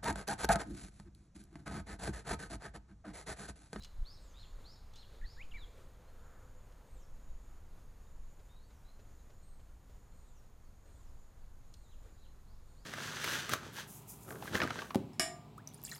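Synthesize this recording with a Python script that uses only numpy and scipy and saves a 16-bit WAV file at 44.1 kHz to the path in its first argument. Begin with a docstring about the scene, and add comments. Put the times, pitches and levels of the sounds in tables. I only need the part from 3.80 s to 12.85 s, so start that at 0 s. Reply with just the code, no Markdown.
"""A few small sharp clicks, perhaps arrows landing some way off, then birds: a quiet archery range
at the edge of a wood, heard from beside the target. The birds chirp, flute and whistle in gliding tones
that echo off leaves and trunks, and a cicada pulses in shrill bands of noise. Light air nudges the
microphone. Behind it all a drone passes over a steady rumble, and later comes a run of soft knocks."""
import sys
import numpy as np
from scipy import signal
from scipy.fft import rfft, irfft
from scipy.io import wavfile
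from scipy.ndimage import uniform_filter1d, map_coordinates

SR = 44100
rng = np.random.default_rng(int(sys.argv[2]) if len(sys.argv) > 2 else 0)


def log_audio(samples):
    """Write samples as a 16-bit WAV file to the path given in sys.argv[1]."""
    # one column per channel
    frames = np.atleast_2d(samples).T
    # limit to full scale, then quantise
    limited = np.clip(frames, -1, 1)
    pcm = np.round(limited * 32767).astype(np.int16)
    wavfile.write(sys.argv[1], SR, pcm)


N = 399105
TIME = np.arange(N) / SR


def gain_of(db):
    """Decibels to a gain."""
    return 10 ** (np.asarray(db) / 20)


def unit_rms(x):
    """Scales to an rms of 1."""
    return x / np.sqrt(np.mean(x ** 2) + 1e-20)


def add(mix, start_s, sound):
    """Lays a sound into the mix."""
    part = mix[max(round(start_s * SR), 0):][:len(sound)]
    part += sound[:len(part)]


def noise(colour, size=N):
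    """Noise of rms 1, shaped by an EQ curve of (f/Hz, level/dB) points."""
    hz, db = np.transpose(colour)
    eq_db = np.interp(np.log(np.fft.rfftfreq(size, 1 / SR) + 1), np.log(hz + 1), db)
    return unit_rms(irfft(rfft(rng.standard_normal(size)) * gain_of(eq_db), size))


def wander(rate_hz, size=N):
    """Smooth random modulation of rms about 1."""
    knots = rng.standard_normal(512)
    return map_coordinates(knots, [np.arange(size) * rate_hz / SR], order=2, mode="mirror")


def hump(peak_s, half_s):
    """A bell-shaped fade in and out."""
    return np.exp(-((TIME - peak_s) / half_s) ** 2)


def fuzzy_tone(hz, width_hz):
    """A narrow band of noise that follows a pitch."""
    lowpass = signal.butter(2, width_hz / 2, fs=SR)
    blur = signal.lfilter(*lowpass, rng.standard_normal(N) + 1j * rng.standard_normal(N))
    carrier = np.exp(2j * np.pi * np.cumsum(hz * np.ones(N)) / SR)
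    return unit_rms((blur * carrier).real)


# EQ of the outdoor bed: f/Hz, level/dB
AIR_EQ = [(8.8, -21.5), (15, 11), (28, -1.5), (48, -2.5), (83, -8.5), (165, -19.5), (321, -28),
          (495, -31.5), (1050, -33), (2810, -46), (5780, -46.5), (6870, -43.5), (7720, -47), (11600, -48.5),
          (15000, -49.5)]
def open_air(db=-53, waver_db=0.8):
    """A steady bed of rumble and faint hiss."""
    return gain_of(db + waver_db * wander(8.3)) * noise(AIR_EQ)


# EQ of the air at the microphone ports: f/Hz, level/dB
PORT_EQ = [(40, 9), (90, -8), (200, -37), (600, -50), (1500, -45.5), (4000, -30), (8000, -32),
           (11000, -43.5)]
def port_air(db=-80):
    """A trace of air noise that differs between the two ports."""
    return gain_of(db) * noise(PORT_EQ)


def passing(nearest_s, half_s, peak_db, bed_db):
    """Gain of a source going by in a straight line, fading with distance into a steady bed."""
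    distance_squared = 1 + ((TIME - nearest_s) / half_s) ** 2
    return np.sqrt(gain_of(peak_db) ** 2 / distance_squared + gain_of(bed_db) ** 2)


# EQs of the drone's low body, its tyre-like hiss and the flare of that hiss: f/Hz, level/dB
BODY_EQ = [(60, -14), (200, 3.5), (350, -3.5), (450, 2), (507, 2.5), (580, 0.5), (900, -7.5), (1500, -27.5),
           (3000, -30.5)]
HISS_EQ = [(400, -29), (800, -4), (1300, -4), (1700, -8), (2300, -12.5), (4000, -19.5), (8000, -33)]
FLARE_EQ = [(700, -10), (1100, 0), (1400, 6.5), (1700, 0.5), (2300, -17.5), (5000, -40)]
def distant_drone(flare_s=2.54, waver_db=0.94):
    """Perhaps traffic: one pass-by, with a hum that swells and a hiss that flares as it goes past."""
    body = passing(nearest_s=2.5, half_s=0.94, peak_db=-69.5, bed_db=-77.5) * noise(BODY_EQ)
    hiss = passing(nearest_s=1.5, half_s=2, peak_db=-72.5, bed_db=-83) * noise(HISS_EQ)
    waver = gain_of(waver_db * wander(11))
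    hum = gain_of(-74.5) * hump(flare_s, half_s=0.9) * fuzzy_tone(hz=504, width_hz=22)
    flare = gain_of(-69.5) * hump(flare_s, half_s=0.183) * noise(FLARE_EQ)
    return (body + hiss) * waver + hum + flare


def far_blip(db=-66.5):
    """A thin far tone, only milliseconds long."""
    return gain_of(db) * hump(peak_s=0.9, half_s=0.0043) * fuzzy_tone(hz=1330.5, width_hz=22)


# swell peaks: t/s, level/dB
SWELL_CUES = [(0.439, -70), (.82, -66.5), (1.34, -66), (1.99, -63.5), (7.09, -69), (8.27, -67.5)]
# their EQ: f/Hz, level/dB
SWELL_EQ = [(100, -23), (300, -1), (570, 4), (850, -15), (1300, -7.5), (2200, -15), (4000, -18.5),
            (9000, -23.5), (15000, -33)]
def swells(half_s=0.055):
    """Short dull swells of noise from far off."""
    return sum(gain_of(db) * hump(peak_s, half_s) for peak_s, db in SWELL_CUES) * noise(SWELL_EQ)


# far knocks at a brisk, even pace: t/s, level/dB
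KNOCK_CUES = [(4.592, -65), (4.9, -66), (5.188, -64.5), (5.495, -65.5), (5.792, -66.5), (6.092, -66)]
# their EQ: f/Hz, level/dB
KNOCK_EQ = [(250, -12), (540, 4), (800, -13), (2000, -15.5), (4500, -18.5), (12000, -36)]
def knocks(attack_s=0.00775):
    """Soft hollow thumps with a faint scuff, quick to rise and a little slower to die."""
    out, age = np.zeros(N), TIME[:SR // 4] / attack_s
    envelope = age * np.exp(1 - age)
    for start, db in KNOCK_CUES:
        add(out, start, gain_of(db) * envelope * noise(KNOCK_EQ, len(age)))
    return out


# puffs of air: t/s, level/dB, half length/s
PUFF_CUES = [(0.213, -32, 0.038), (0.739, -41.5, 0.031), (1.436, -36.5, 0.04), (1.708, -41.5, 0.142),
             (3.347, -41, 0.052), (3.529, -38, 0.061), (4.392, -43, 0.058)]
def breeze(turbulence_gain=0.317, cycles_per_half=0.8):
    """Each puff pushes the microphone to and fro, longer ones more slowly, with a little turbulence."""
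    out = np.zeros(N)
    turbulence = noise([(10, -16), (35, 8.0), (70, -9), (130, -22.5), (400, -44.5), (3000, -82)])
    for peak_s, db, half_s in PUFF_CUES:
        push = np.cos(2 * np.pi * (cycles_per_half * (TIME - peak_s) / half_s + rng.random()))
        out += gain_of(db) * hump(peak_s, half_s) * (push + turbulence_gain * turbulence)
    return out


def cicada(first_s=0.49, every_s=0.928, hold_s=0.52, attack_s=0.18, release_s=0.031):
    """One shrill band holds steady; a second swells and climbs through each phrase, then cuts off."""
    climb_hz, waver_hz, waver_db = 260, 45, 1.3
    ramps = sum(np.clip((TIME - start) / attack_s + .5, 0, 1) * (TIME < start + hold_s)
                for start in np.arange(first_s, N / SR, every_s))
    effort = uniform_filter1d(ramps, int(release_s * SR))
    phrase_hz = 6990 + climb_hz * (effort - 1) + waver_hz * wander(12)
    phrase = gain_of(-81.5) * effort * fuzzy_tone(phrase_hz, width_hz=380)
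    held = gain_of(-84) * fuzzy_tone(6700 + waver_hz * wander(7), width_hz=570)
    return phrase * gain_of(waver_db * wander(15)) + held * gain_of(waver_db * wander(5))


# fader curve of the far birds, busy at first: t/s, level/dB
CHORUS_FADER = [(0, -84), (1.85, -79.5), (2.6, -94), (6.5, -94), (9.05, -85.5)]
def far_chorus(flicker_db=2.66):
    """Far birds blur into one flickering band."""
    fader = gain_of(np.interp(TIME, *np.transpose(CHORUS_FADER)))
    band = fuzzy_tone(hz=3950 + 100 * wander(8.6), width_hz=1100)
    return fader * band * gain_of(flicker_db * wander(13))


def wood_echo(sound, trunks_t60=1.0, leaves_t60=0.18, leaves_db=9, build_s=0.012, low_cut_hz=3200):
    """Near leaves smear a sound briefly and far trunks draw it out; short waves scatter best."""
    t = TIME[:SR]
    decay = gain_of(leaves_db - 60 * t / leaves_t60) + gain_of(-60 * t / trunks_t60)
    impulse = rng.standard_normal(SR) * decay * np.minimum(t / build_s, 1)
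    echo = signal.fftconvolve(sound, impulse / np.linalg.norm(impulse))[:N]
    return signal.lfilter(*signal.butter(4, low_cut_hz, "high", fs=SR), echo)


def bird_note(glide_hz, db, buzz, fade_share, trill_hz=125, rasp_hz=1200, octave_db=-28):
    """One gliding sine; buzz shakes its pitch and level and adds a fast rasp and a faint octave."""
    size = len(glide_hz)
    t = TIME[:size]
    vibrato, jitter, tremolo, rasp = .014, .014, .26, .15
    trill = np.sin(2 * np.pi * trill_hz * t + 2 * wander(60, size))
    hz = glide_hz * (1 + buzz * (vibrato * trill + jitter * wander(900, size)))
    phase = 2 * np.pi * np.cumsum(hz) / SR
    voice = np.sin(phase) + buzz * gain_of(octave_db) * np.sin(2 * phase)
    envelope = signal.windows.tukey(size, fade_share) * (1 + tremolo * buzz * trill)
    grit = 1 + rasp * buzz * (np.sin(2 * np.pi * rasp_hz * t) + wander(2 * rasp_hz, size))
    return gain_of(db) * envelope * grit * voice


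def chips(per_s=2.5, db=-79, length_s=0.017, centre_hz=3850, spread=0.2):
    """Tiny slanting notes from deep in the wood, loosely timed, each at its own pitch."""
    out, u = np.zeros(N), np.linspace(-.5, .5, int(length_s * SR))
    for slot, (lag, pitch, slant, accent) in enumerate(rng.uniform(-0.8, 1, (40, 4))):
        hz = centre_hz * (1 + spread * (pitch + slant * u))
        add(out, (slot + lag / 2) / per_s, bird_note(hz, db + 3 * accent, buzz=0.28, fade_share=.8))
    return out


# plain peeps: t/s, length/s, f/Hz, bend/share of f, level/dB, buzz (0 clean, 1 buzzy, 3 hoarse)
PEEP_CUES = [(0, 0.032, 4010, 0.05, -61, 1.2), (2.276, 0.0205, 4217, 0.011, -78, .5),
             (4.688, 0.095, 3769, 0.077, -74, 0.14), (4.773, 0.0605, 4120, 0.102, -78.5, 0.7),
             (4.835, 0.016, 4522, 0.023, -76, .3), (5.044, 0.082, 4065, 0.1, -74.5, 1.1),
             (8.014, 0.076, 3825, -0.21, -79, .2), (8.37, 0.134, 4000, .05, -78, 2.2)]
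def peeps():
    """Short bird notes that bend quickly and level off."""
    out = np.zeros(N)
    for start, length, hz, bend, db, buzz in PEEP_CUES:
        u = np.linspace(0, 1, int(length * SR))
        glide_hz = hz * (1 + bend * (.25 - (1 - u) ** 2))
        add(out, start, bird_note(glide_hz, db, buzz, fade_share=0.2))
    return out


# thin arched whistles: t/s, length/s, top f/Hz, end f/Hz, top level/dB, fall level/dB
WHISTLE_CUES = [(0.302, 0.231, 4300, 2980, -86.5, -73), (3.061, 0.19, 4240, 2548, -83, -74.5),
                (4.746, 0.24, 4180, 2690, -93.5, -83), (5.612, 0.303, 4217, 3042, -77.5, -88),
                (6.326, 0.28, 4256, 2677, -82, -79), (7.037, .28, 4290, 2240, -82, -81),
                (7.916, 0.204, 4270, 3030, -83.5, -83), (8.857, 0.22, 4327, 3005, -82.5, -88.5)]
# their pitch curve: share of the length, share of the fall
WHISTLE_ARCH = [(0, .07), (.22, 0), (.46, .07), (.7, .52), (.88, .88), (1, 1)]
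def whistles(fundamental_db=-6, jitter=0.011, trill_hz=140, trill_depth=0.013, flicker_db=2):
    """A farther bird trills high, then slides down; its octave leads over a blurred fundamental."""
    out = np.zeros(N)
    for start, length, top_hz, end_hz, top_db, fall_db in WHISTLE_CUES:
        size = int(length * SR)
        u = np.linspace(0, 1, size)
        fall = np.interp(u, *np.transpose(WHISTLE_ARCH))
        hz = top_hz + (end_hz - top_hz) * fall
        trill = trill_depth * (1 - fall) * np.sin(2 * np.pi * trill_hz * length * u)
        phase = 2 * np.pi * np.cumsum(hz * (1 + trill + jitter * wander(600, size))) / SR
        voice = np.sin(2 * phase) + gain_of(fundamental_db) * np.sin(phase + 2 * wander(450, size))
        db = np.interp(u, [.38, .6], [top_db, fall_db]) + flicker_db * wander(77, size)
        add(out, start, gain_of(db) * signal.windows.tukey(size, .15) * voice)
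    return out


# one bird's rising sweep and lower arched call, and a farther bird's falling slur
# their shapes: t/s into the call, f/Hz, level/dB
SWEEP_SHAPE = [(0, 3150, -12.5), (.02, 4200, 1), (.06, 4890, -1.5), (.102, 5500, -6.5), (.119, 3700, -14),
               (.122, 5100, -7), (.135, 3650, -8), (.149, 4500, -13)]
ARCH_SHAPE = [(0, 3250, -8.5), (.035, 3722, -2.5), (.06, 4160, 1.5), (.08, 4094, -1.5), (.1, 3350, -2),
              (.122, 2320, -12.5)]
SLUR_SHAPE = [(0, 4040, 1.5), (.022, 3810, -1.5), (.04, 3100, 2.5), (.06, 2578, -1)]
# their cues: t/s, level/dB
SWEEP_CUES = [(0.244, -58), (.838, -60), (1.439, -62.5), (8.658, -79), (8.955, -77)]
ARCH_CUES = [(.54, -61.5), (1.133, -62)]
SLUR_CUES = [(8.089, -76), (8.411, -76)]
def chirps(near_db=-60, echo_falloff=0.76):
    """Buzzy calls, as direct sound and echo send; with distance the echo fades less than the call."""
    direct, send = np.zeros((2, N))
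    for shape, cues, buzz in [(SWEEP_SHAPE, SWEEP_CUES, 1.0), (ARCH_SHAPE, ARCH_CUES, 2.2),
                              (SLUR_SHAPE, SLUR_CUES, 0.63)]:
        times, hz, contour_db = np.transpose(shape)
        t = np.arange(0, times[-1], 1 / SR)
        for start, db in cues:
            call = bird_note(np.interp(t, times, hz), np.interp(t, times, contour_db), buzz, 0.059)
            add(direct, start, gain_of(db) * call)
            add(send, start, gain_of(near_db + echo_falloff * (db - near_db)) * call)
    return direct, send


# notes of a lower, fluting song: t/s, length/s, five f/Hz evenly spaced along the note, level/dB
SONG_NOTES = [(1.414, 0.051, 2050, 1686, 1885, 1906, 1583, -48),
              (1.566, 0.07, 1533, 1775, 2050, 2468, 3400, -48),
              (1.71, 0.0168, 4100, 3300, 3005, 2780, 2746, -49.5),
              (1.738, 0.06, 2230, 2337, 2150, 1800, 1668, -48),
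              (1.771, 0.078, 3942, 3980, 3800, 3500, 3230, -44.5)]
def song(throat_hz=2396, db_per_octave=-24.5, swell_power=0.174):
    """Fluting notes swell and fade as they bend, loudest near the throat's resonance."""
    out = np.zeros(N)
    for start, length, *pitches, db in SONG_NOTES:
        u = np.linspace(0, 1, int(length * SR))
        bend = np.polyfit(np.linspace(0, 1, len(pitches)), pitches, len(pitches) - 1)
        hz = np.polyval(bend, u)
        throat_db = db_per_octave * abs(np.log2(hz / throat_hz))
        swell = abs(np.sin(np.pi * u)) ** swell_power
        add(out, start, swell * bird_note(hz, db + throat_db, buzz=.4, fade_share=0))
    return out


# hard contacts: t/s, level/dB, t60/s, low cut f/Hz
CLICK_CUES = [(0.0242, -51.5, 0.0122, 2500), (0.033, -52, .011, 2000), (0.0363, -45.5, 0.02, 3020),
              (0.0466, -48.5, 0.053, 1700), (1.137, -58, 0.017, 3444), (1.157, -57.5, 0.15, 3220),
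              (2.923, -65, 0.024, 2500), (7.9387, -51, .003, 3400), (7.94, -49, 0.022, 3780),
              (7.9476, -57.5, .004, 3800)]
# the ring they share: f/Hz, level/dB, t60/multiple of the click's
RING_MODES = [(2914, -13.5, 2.5), (4083, -6, 1.1), (4880, -22, 1), (6400, -11, 1.3)]
def clicks(crackle_gain=0.98, snap_gain=0.25, snap_s=0.00017, bend=0.34, bend_s=0.0013):
    """Small hard contacts: an instant snap, a dying crackle and a ring that starts sharp and settles."""
    out, t = np.zeros(N), TIME[:4096]
    eq = [(500, 7.5), (2100, -1.5), (2900, 1.5), (4500, 2.5), (6800, -4.5), (9000, -12.5), (15000, -24.5)]
    bent_time = np.cumsum(1 + bend * np.exp(-t / bend_s)) / SR
    for start, db, t60, low_cut_hz in CLICK_CUES:
        decay = gain_of(-60 * t / t60)
        crack = noise(eq, len(t)) * (crackle_gain + snap_gain * np.exp(-t / snap_s)) * decay
        ring = sum(gain_of(mode_db) * np.sin(2 * np.pi * hz * bent_time) * decay ** (1 / longer)
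                   for hz, mode_db, longer in RING_MODES)
        low_cut = signal.butter(3, low_cut_hz, "high", fs=SR)  # smaller contacts radiate less body
        add(out, start, gain_of(db) * signal.lfilter(*low_cut, crack + ring))
    return out


def scene(chirp_echo_db=-2, song_echo_db=-7.5, click_echo_db=-13, side_db=-28):
    """Nearly mono; only echoes from the trees and a trace of air noise differ between the ears."""
    callers, chirp_send = chirps()
    singer = song()
    far_birds = whistles() + peeps() + chips()
    contacts = clicks()
    send = gain_of(chirp_echo_db) * chirp_send + far_birds + gain_of(click_echo_db) * contacts
    echoes = wood_echo(send) + gain_of(song_echo_db) * wood_echo(singer, trunks_t60=1.15, low_cut_hz=2500)
    treetops = far_chorus() + cicada()
    background = breeze() + open_air() + distant_drone() + far_blip() + swells() + knocks()
    mid = background + treetops + echoes + far_birds + callers + singer + contacts
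    side = gain_of(side_db) * wood_echo(send + treetops) + port_air()
    return np.array([mid + side, mid - side])


def record(dry, high_cut_hz=15250):
    """A steep high cut on the whole mix."""
    lowpass = signal.firwin(511, high_cut_hz, window=("kaiser", 9), fs=SR)
    return signal.oaconvolve(dry, lowpass[None], "same")


dry = scene()
out = record(dry)
log_audio(out)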